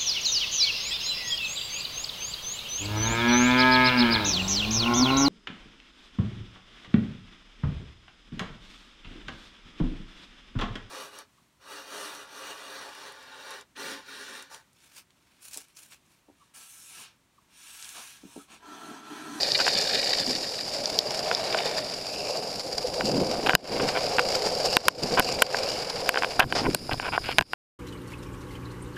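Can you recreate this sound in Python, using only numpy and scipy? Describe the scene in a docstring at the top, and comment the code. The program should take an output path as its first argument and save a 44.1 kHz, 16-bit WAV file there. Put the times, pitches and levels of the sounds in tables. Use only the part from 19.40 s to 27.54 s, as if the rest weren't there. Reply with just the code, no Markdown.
"""Longboard on night asphalt

A longboard rolls over rough asphalt, heard by a small hand-held camera in a hard case. The road grain
drives the drone of wheels and deck and a gritty hiss that rings in the case near 5 kHz. Wheels scrub in
turns, stones snap, and a sole scuffs as the rider steps off. Air buffets the microphone; the case is
rubbed and knocked, and a limiter ducks the ride after hard knocks."""
import sys
import numpy as np
from scipy import signal
from scipy.fft import rfft, irfft, next_fast_len
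from scipy.io import wavfile
from scipy.ndimage import minimum_filter1d

SR = 44100
rng = np.random.default_rng(int(sys.argv[2]) if len(sys.argv) > 2 else 0)


def wrap_up_sound(samples):
    """Save the sound to the file named by the first command line argument, as 16-bit audio."""
    columns = np.atleast_2d(samples).T
    # keep every value between -1 and 1, then stretch to whole-number steps
    tamed = np.clip(columns, -1, 1)
    steps = np.round(tamed * 32767).astype(np.int16)
    wavfile.write(sys.argv[1], SR, steps)


N = 358972
TIME = np.arange(N) / SR


def gain_of(db):
    """Decibels to gain."""
    return 10 ** (np.asarray(db) / 20)


def unit_rms(x):
    """Scales to rms 1."""
    return x / np.sqrt(np.mean(x ** 2) + 1e-20)


def add(mix, s, sound):
    """Lays a sound into the mix at time s."""
    part = mix[max(0, round(s * SR)):][:len(sound)]
    part += sound[:len(part)]


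def curve(points):
    """An automation line through (time, value) points."""
    return np.interp(TIME, *np.transpose(points))


def faders(rows):
    """Each dB column of an automation table as a gain over time."""
    times, *columns = np.transpose(rows)
    return [gain_of(np.interp(TIME, times, db)) for db in columns]


def swell(s, half_s):
    """A smooth rise and fall about time s."""
    return np.exp(-np.minimum(((TIME - s) / half_s) ** 2, 50))


def wander(rate_hz, size=2 ** 14):
    """Random drift of rms 1, up to about rate_hz."""
    step_s = TIME[-1] / size
    hz = np.fft.rfftfreq(size, step_s)
    drift = irfft(rfft(rng.standard_normal(size)) * hz / (hz + 2) * np.exp(-(hz / rate_hz) ** 2))
    return unit_rms(np.interp(TIME, np.arange(size) * step_s, drift))


def grains(per_s, spread_db):
    """Random tiny impacts; a positive spread makes a few stand out, a negative one sinks some."""
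    size = gain_of(spread_db * np.minimum(rng.exponential(1, N), 4))
    return unit_rms(size * rng.choice([-1., 1.], N) * (rng.random(N) < per_s / SR))


def equalised(x, points):
    """Shapes x with an EQ curve of (frequency [Hz], level [dB]) points, at rms 1."""
    point_hz, db = np.transpose(points)
    size = next_fast_len(N, real=True)
    hz = np.fft.rfftfreq(size, 1 / SR)
    response = gain_of(np.interp(np.log(hz + 1), np.log(point_hz), db))
    return unit_rms(irfft(rfft(x, size) * response, size)[:N])


def tilted(x, db_per_octave):
    """Brightens or dulls a short sound, at rms 1."""
    octaves = np.log2(np.fft.rfftfreq(len(x), 1 / SR) + 200)
    return unit_rms(irfft(rfft(x) * gain_of(db_per_octave * octaves), len(x)))


def resonate(x, hz, width_hz):
    """A steep resonance that follows the curve hz, at rms 1."""
    carrier = np.exp(2j * np.pi * np.cumsum(hz) / SR)
    pole = np.exp(-np.pi * width_hz / SR)
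    return unit_rms((carrier * signal.lfilter([1], np.poly([pole, pole]), x / carrier)).real)


def ring(modes):
    """Dying modes of alternating sign; each place that is struck shifts and weights them differently."""
    t = TIME[:SR // 20]
    hz, db, t60 = np.transpose(modes)[:, :, None]
    shift, weight = rng.standard_normal((2, len(modes), 1))
    hz = hz * (1 + .03 * shift + .04 * rng.uniform(-1, 1))
    waves = gain_of(db + 1.5 * weight - 60 * t / t60) * np.sin(2 * np.pi * hz * t)
    return (-1) ** np.arange(len(modes)) @ waves


def bearing_whine(width_hz=19, waver=0.002):
    """A thin metallic whine and faint fizz, likely the bearings, exposed once the roll dies away."""
    # both: (frequency [Hz], level [dB])
    tones = [(4600, -12), (4770, -1), (4877, 4.5), (5015, 2), (5163, 0), (5346, -3.5)]
    fizz_eq = [(6000, -23), (7100, -5), (8200, -13), (9700, -1), (11500, -15)]
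    rattle = rng.standard_normal(N)
    drift = 1 + waver * wander(24)
    whine = unit_rms(sum(gain_of(db) * resonate(rattle, hz * drift, width_hz) for hz, db in tones))
    fizz = gain_of(-9) * equalised(rattle, fizz_eq)
    return gain_of(curve([(6.0, -46), (7.4, -45.5)])) * (whine + fizz)


# Dark tone of air on the microphone: (frequency [Hz], level [dB])
WIND_EQ = [(30, -55), (130, -6), (280, 1.5), (420, -2.5), (650, -16), (3000, -68)]
# Low-end bed from the camera being carried: (time [s], level [dB])
CARRY_RUMBLE = [(3.2, -57.5), (3.7, -46), (6.6, -51.5), (7.4, -46)]
# Puffs on the moving microphone: (peak time [s], half length [s], rumble [dB], deep thud [dB])
AIR_PUFFS = [(0.9, 0.12, -39.5, -68), (3.767, 0.12, -26.5, -60), (4.116, 0.23, -33, -57),
             (4.151, .008, -35, -23), (4.43, 0.073, -35, -45), (5.657, 0.29, -36, -45),
             (6.356, 0.033, -37, -57), (7.06, 0.027, -30, -25), (7.28, 0.13, -30.5, -41.5),
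             (7.533, 0.016, -35, -28), (8.005, 0.012, -17.5, -11)]


def wind(breeze_db=-47):
    """Lumpy low buffeting that swells in puffs, with deep thuds when the camera swings."""
    lumps = rng.standard_normal(N) * gain_of(3.16 * wander(28))
    rumble_gain, thud_gain = gain_of(breeze_db), gain_of(curve(CARRY_RUMBLE))
    for s, half_s, rumble_db, thud_db in AIR_PUFFS:
        puff = swell(s, half_s)
        rumble_gain = np.hypot(rumble_gain, gain_of(rumble_db) * puff)
        thud_gain = np.hypot(thud_gain, gain_of(thud_db) * puff)
    thuds = equalised(lumps, [(130, -20.5), (600, -63.0)])
    return rumble_gain * equalised(lumps, WIND_EQ) + thud_gain * thuds


# Resonances of the hard case: (frequency [Hz], level [dB], decay t60 [s])
CASE_MODES = [(400, -8.5, 0.013), (727, -2.5, 0.018), (1010, -2.5, 0.018), (1519, 3.5, 0.014),
              (2063, 5, 0.0053), (2423, 5.5, 0.0064), (2910, 0, 0.016), (3180, 4, 0.0044),
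              (4730, -5, 0.022), (8700, -26, 0.087)]


def through_case(force):
    """A force on the case sets its short, hard modes ringing."""
    return signal.fftconvolve(force, ring(CASE_MODES))


# The grip slipping on the case: (time [s], length [s], level [dB], brightness [dB/octave])
GRIP_RUBS = [(0.184, 0.035, -29.5, -1), (4.058, 0.019, -26, 2.5), (4.081, 0.034, -27.5, 2),
             (4.394, 0.019, -29.5, -3.5), (4.542, 0.049, -30, -2), (4.782, 0.02, -30, -2),
             (5.767, 0.044, -23.5, -1.5), (6.997, 0.017, -8, 2), (7.006, 0.032, -19.5, -1),
             (7.23, 0.044, -31, -4), (7.505, 0.033, -33.5, 1), (7.608, 0.1, -35, -3.5),
             (7.716, 0.056, -31.5, -1.5), (7.824, 0.12, -37.5, 4.5)]


def grip_rubs(ring_trim_db=2.5, direct_trim_db=-13.5):
    """Uneven stick-slip pulses, heard directly and through the case modes."""
    out = np.zeros(N)
    slip_eq = [(700, -0.5), (1500, -3.5), (3000, -3.5), (4700, -15.0), (9000, -22)]
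    slips = equalised(grains(520, spread_db=2), slip_eq)
    for s, length, db, brightness in GRIP_RUBS:
        stroke = slips[round(s * SR):][:round(length * SR)]
        stroke = tilted(stroke * signal.windows.tukey(len(stroke), .5), brightness)
        ringing = through_case(stroke)
        ringing *= np.sqrt(len(stroke) / np.sum(ringing ** 2))  # same energy as the stroke
        add(out, s, gain_of(db + ring_trim_db) * ringing)
        add(out, s, gain_of(db + direct_trim_db) * stroke)
    return out


def knock(db, contact_ms):
    """A half-sine push thumps the case and rings it; short contacts are bright, the shortest crack."""
    t = TIME[:SR // 20]
    push_s = max(contact_ms, .08) / 1100  # a little under the nominal contact time
    push = np.sin(np.pi * np.minimum(t / push_s, 1))
    body = through_case(push)[:len(t)]
    crack = signal.lfilter([1], [1, -.5], rng.standard_normal(len(t))) * np.exp(-t / 0.0007)
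    crack_gain = gain_of(1 - (contact_ms / 0.054) ** 2)
    return gain_of(db) * (body / abs(body).max() + 0.27 * push + crack_gain * crack)


# Single hits on the case: (time [s], level [dB], nominal contact [ms])
CASE_HITS = [(1.9132, -9, 0.3), (2.146, -8.5, 0.31), (3.6085, -10, 0.31), (4.0942, 0.5, 0.3),
             (4.1335, -5, 0.38), (4.1518, 16.5, 0.16), (5.368, 9, 0.24), (5.7963, -5, 0.04),
             (6.1451, -7.5, 0.5), (6.6915, 1, 0.15), (6.9962, -2.5, 0.049), (7.04, -7.5, 0.59),
             (7.1243, -6.5, 0.25), (7.3474, -5, 0.038), (7.598, -12, 0.38), (7.7776, -6, 0.63),
             (7.8898, -16.5, 0.96), (8.1332, -5, 0.24)]
# Case chatter: (time [s], hits [count], gap [ms], first hit [dB], last hit [dB], nominal contact [ms])
CASE_CHATTER = [(0.266, 2, 12.5, -9.5, -6, 0.27), (4.7838, 2, 9.4, -4.5, -2, 0.29),
                (5.483, 2, 2.15, 15, 7.5, 0.2), (5.783, 2, 19, -13.5, -4.5, 0.62),
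                (6.0208, 2, 2.07, 3, 5, 0.16), (6.743, 3, 15, -9, -7.5, 0.29),
                (6.822, 3, 11.7, -8.5, -7, 0.3), (6.993, 2, 20, -6, 0, 0.61),
                (7.4926, 3, 24, -17, -20, 0.93), (7.9843, 2, 4.8, 16, 16.5, 0.26),
                (8.01, 2, 13, 9, -1, 0.2)]


def case_knocks():
    """The case is knocked once, or chatters in short, evenly spaced runs."""
    out, hits = np.zeros(N), list(CASE_HITS)
    for s, count, gap_ms, first_db, last_db, contact_ms in CASE_CHATTER:
        for k, db in enumerate(np.linspace(first_db, last_db, round(count))):
            hits.append((s + k * gap_ms / 1000, db, contact_ms))
    for s, db, contact_ms in hits:
        add(out, s, knock(db, contact_ms))
    return out


# Tone of a sole on asphalt, mid body and a bright edge: (frequency [Hz], level [dB])
SOLE_EQ = [(150, -7), (780, 10), (1200, -0.5), (4000, -5), (4900, 6), (6000, -9), (15000, -39)]


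def shoe_scuff(s=7.15, attack_s=0.0013, decay_s=0.06, level_db=-22):
    """A sole lands and scuffs along the road."""
    age = np.maximum(TIME - s, 0)
    envelope = (1 - np.exp(-age / attack_s)) * np.exp(-(age / decay_s) ** 2)
    return gain_of(level_db) * envelope * equalised(grains(5500, spread_db=-7.0), SOLE_EQ)


# Stones snapping under a wheel: (time [s], peak level [dB], pitch [Hz])
STONE_HITS = [(0.032, -8, 4640), (0.119, -6.5, 4840), (0.785, -12, 4560), (1.4573, -10, 4820),
              (1.5893, 0, 4600), (1.949, -8, 4770), (7.533, -18.5, 3870)]
# Ring of one snap: (frequency [multiple of pitch], level [dB], decay t60 [s])
STONE_MODES = [(.71, -5.5, 0.0068), (.86, -5, 0.012), (1, 3, 0.012), (1.17, 4.5, 0.0039)]


def stone_snaps():
    """Bright ticks of grit squeezed out from under a wheel, each at its own pitch."""
    out = np.zeros(N)
    for s, db, hz in STONE_HITS:
        tick = ring([(hz * ratio, mode_db, t60) for ratio, mode_db, t60 in STONE_MODES])
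        add(out, s, gain_of(db) * tick / abs(tick).max())
    return out


def carve(width_hz=330, waver=0.027):
    """Wheels pressed sideways in a turn scrub and ring in narrow, wavering resonances."""
    # both: (frequency [Hz], level [dB])
    modes = [(1850, 4.5), (2380, 4.0), (2860, 2.5), (3720, 7.5)]
    scrub_eq = [(3000, -72), (4170, 4.5), (4650, 6.5), (6500, -55)]
    # (time [s], ringing [dB], scrub [dB])
    turns = [(0, -35.5, -30), (.6, -31, -30), (1.05, -45.5, -45),
             (1.8, -52, -69), (2.25, -37, -43), (2.75, -59, -76)]
    ring_gain, scrub_gain = faders(turns)
    slips = grains(6000, spread_db=1.0) * gain_of(5.2 * wander(86))
    ringing = sum(gain_of(db) * resonate(slips, hz * (1 + waver * wander(5.6)), width_hz)
                  for hz, db in modes)
    return ring_gain * unit_rms(ringing) + scrub_gain * equalised(slips, scrub_eq)


def loose_chips(per_s=16, fade_s=0.0046):
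    """Chips crunch under the wheels at random: an envelope that jumps to 1 and fades at once."""
    hits = (rng.random(N) < per_s / SR).astype(float)
    return np.minimum(signal.lfilter([1], [1, -np.exp(-1 / (fade_s * SR))], hits), 1)


# Top-end hiss, peaking where the case rings: (frequency [Hz], level [dB])
HISS_EQ = [(2000, -24.5), (3500, -17), (4350, -5.5), (4720, 1), (5250, 0), (5600, -5.5), (6100, -14),
           (7100, -10), (8100, -19), (10000, -24), (14000, -29.5), (14500, -56)]


def road_hiss(contact, crunch_db):
    """The road grain hisses through the case, and single grains ping in it."""
    hiss = equalised(contact * gain_of(crunch_db + 2 * wander(130)), HISS_EQ)
    ticks = grains(200, spread_db=2.5) * gain_of(crunch_db)
    pings = resonate(ticks, np.full(N, 4780), width_hz=250)
    return unit_rms(hiss + 0.52 * pings)


# Midrange bite of the road grain: (frequency [Hz], level [dB])
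GRIT_EQ = [(100, -14), (1000, 9.5), (1250, 6.5), (1550, 8), (1950, 2.5), (2250, 9.5), (2520, 5.5),
           (2820, 7.5), (3150, 1), (4500, -4.5), (7000, -61)]
# Asphalt turning grittier and smoother by stretches: (time [s], base grit level [dB])
GRIT_LEVEL = [(0.6, -54), (2.1, -40), (2.85, -46.5), (3.3, -46.5), (4.4, -39), (5.2, -46), (6.2, -39.5)]


def road_grit(contact, roughness_db):
    """The kicks of the road grain make a flickering crunch that follows the surface."""
    kicks = contact * gain_of(roughness_db + wander(51))
    return gain_of(curve(GRIT_LEVEL)) * equalised(kicks, GRIT_EQ)


# Low-mid body of wheels and deck: (frequency [Hz], level [dB])
DRONE_EQ = [(50, -48), (150, -12), (300, -17.5), (420, -2.5), (520, -2), (750, -1.5), (900, -10.5),
            (3000, -51)]
# Wheel hum rising with speed and sinking again: (time [s], pitch [Hz])
HUM_PITCH = [(1.2, 540), (1.6, 626), (2.25, 630), (2.82, 608), (3.02, 513), (4.3, 508)]


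def wheel_drone(roughness_db):
    """The road shakes wheels and deck into a broad drone with a fluttering, pitched hum."""
    drone = equalised(rng.standard_normal(N) * gain_of(roughness_db), DRONE_EQ)
    flutter = gain_of(2.6 * wander(24))
    hum_hz = curve(HUM_PITCH) * (1 + 0.017 * wander(6.1))
    hum = unit_rms(flutter * resonate(rng.standard_normal(N), hum_hz, width_hz=78))
    return unit_rms(drone + 0.67 * hum)


# Drive of the roll as speed and asphalt change; the rider steps off near 7.2 s: (time [s], level [dB])
ROLL_LEVEL = [(0.0, -31.5), (0.5, -29), (1.23, -36.5), (1.56, -29.5), (2.25, -27), (2.62, -36.5),
              (2.95, -27.5), (3.25, -34), (3.7, -26), (5.1, -25.5), (6.3, -27.5), (6.52, -32.5),
              (6.68, -25), (7.2, -40.5), (7.45, -49)]
# Treble fader on grit and hiss together: (time [s], gain [dB])
TREBLE_TRIM = [(0.0, 7), (0.6, 6.5), (1.65, 0), (2.2, 0.5), (3.85, -3), (4.35, -0.5), (5.3, 3), (5.9, -0.5),
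               (6.9, -3), (7.4, -6)]
# Coarse spots that roughen the roll for an instant: (time [s])
COARSE_SPOTS = [1.354, 2.261, 4.951, 5.065, 5.255]
# Sand, where hiss surges and wheels rasp: (peak time [s], half length [s], hiss boost [dB], rasp [dB])
SANDY_STRETCHES = [(2.835, 0.16, 1.5, -47), (3.67, 0.036, 8, -44), (5.32, 0.046, 1.5, -45),
                   (5.9, 0.056, 5, -40), (6.31, .08, 4.5, -49)]


def wheels(usual_roll_db=-29.5, drone_trim_db=-4.5, hiss_db=-35, grit_growth=0.32, hiss_growth=0.24):
    """Road grain excites drone, grit and hiss, which grow with the roll; sand adds hiss and a rasp."""
    roll_db, treble_db = curve(ROLL_LEVEL), curve(TREBLE_TRIM)
    drive_db = roll_db - usual_roll_db
    surge_db = sum(db * swell(s, half_s) for s, half_s, db, _ in SANDY_STRETCHES)
    rasp_gain = sum(gain_of(db) * swell(s, half_s) for s, half_s, _, db in SANDY_STRETCHES)
    patches_db = 1.4 * wander(40) + 6.7 * sum(swell(s, 0.011) for s in COARSE_SPOTS)
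    crunch_db = patches_db + 9 * loose_chips()
    bumps_db = wander(150)
    # each stone of the asphalt gives the wheel a tiny kick
    contact = unit_rms(grains(3000, spread_db=2.5) + 0.72 * rng.standard_normal(N))
    drone = wheel_drone(patches_db + bumps_db)
    grit = road_grit(contact, crunch_db + 2 * bumps_db)
    rasp = resonate(contact * gain_of(2 * bumps_db), 2650 * (1 + 0.049 * wander(5.6)), width_hz=630)
    hiss = road_hiss(contact, crunch_db)
    return (gain_of(roll_db + drone_trim_db) * drone
            + gain_of(grit_growth * drive_db + treble_db) * grit
            + rasp_gain * rasp
            + gain_of(hiss_db + hiss_growth * drive_db + treble_db + surge_db) * hiss)


def scene():
    """The ride, the air and the handling noise meet at one microphone."""
    ride = wheels() + carve() + bearing_whine()
    return (ride + wind() + shoe_scuff() + case_knocks() + grip_rubs() + stone_snaps())[None]


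def record(dry, ceiling=0.72, hold_s=0.055, recovery_db_per_s=170, attack_s=0.00071, cutoff_hz=15000):
    """A limiter clamps fast, holds and recovers slowly; what slips past saturates; then a low-pass."""
    over_db = np.maximum(20 * np.log10(abs(dry[0]) / ceiling + 1e-9), 0)
    half_hold = round(hold_s * SR / 2)
    held_db = -minimum_filter1d(-over_db, 2 * half_hold + 1, origin=half_hold)
    recovery_db = TIME * recovery_db_per_s
    duck_db = np.maximum.accumulate(held_db + recovery_db) - recovery_db
    attack_pole = np.exp(-1 / (attack_s * SR))
    limited = dry / gain_of(signal.lfilter([1 - attack_pole], [1, -attack_pole], duck_db))
    saturated = limited / (1 + (limited / .66) ** 6) ** (1 / 6)
    low_pass = signal.firwin(127, cutoff_hz, window=("kaiser", 9), fs=SR)
    return signal.oaconvolve(saturated, low_pass[None], "same")


dry = scene()
out = record(dry)
wrap_up_sound(out)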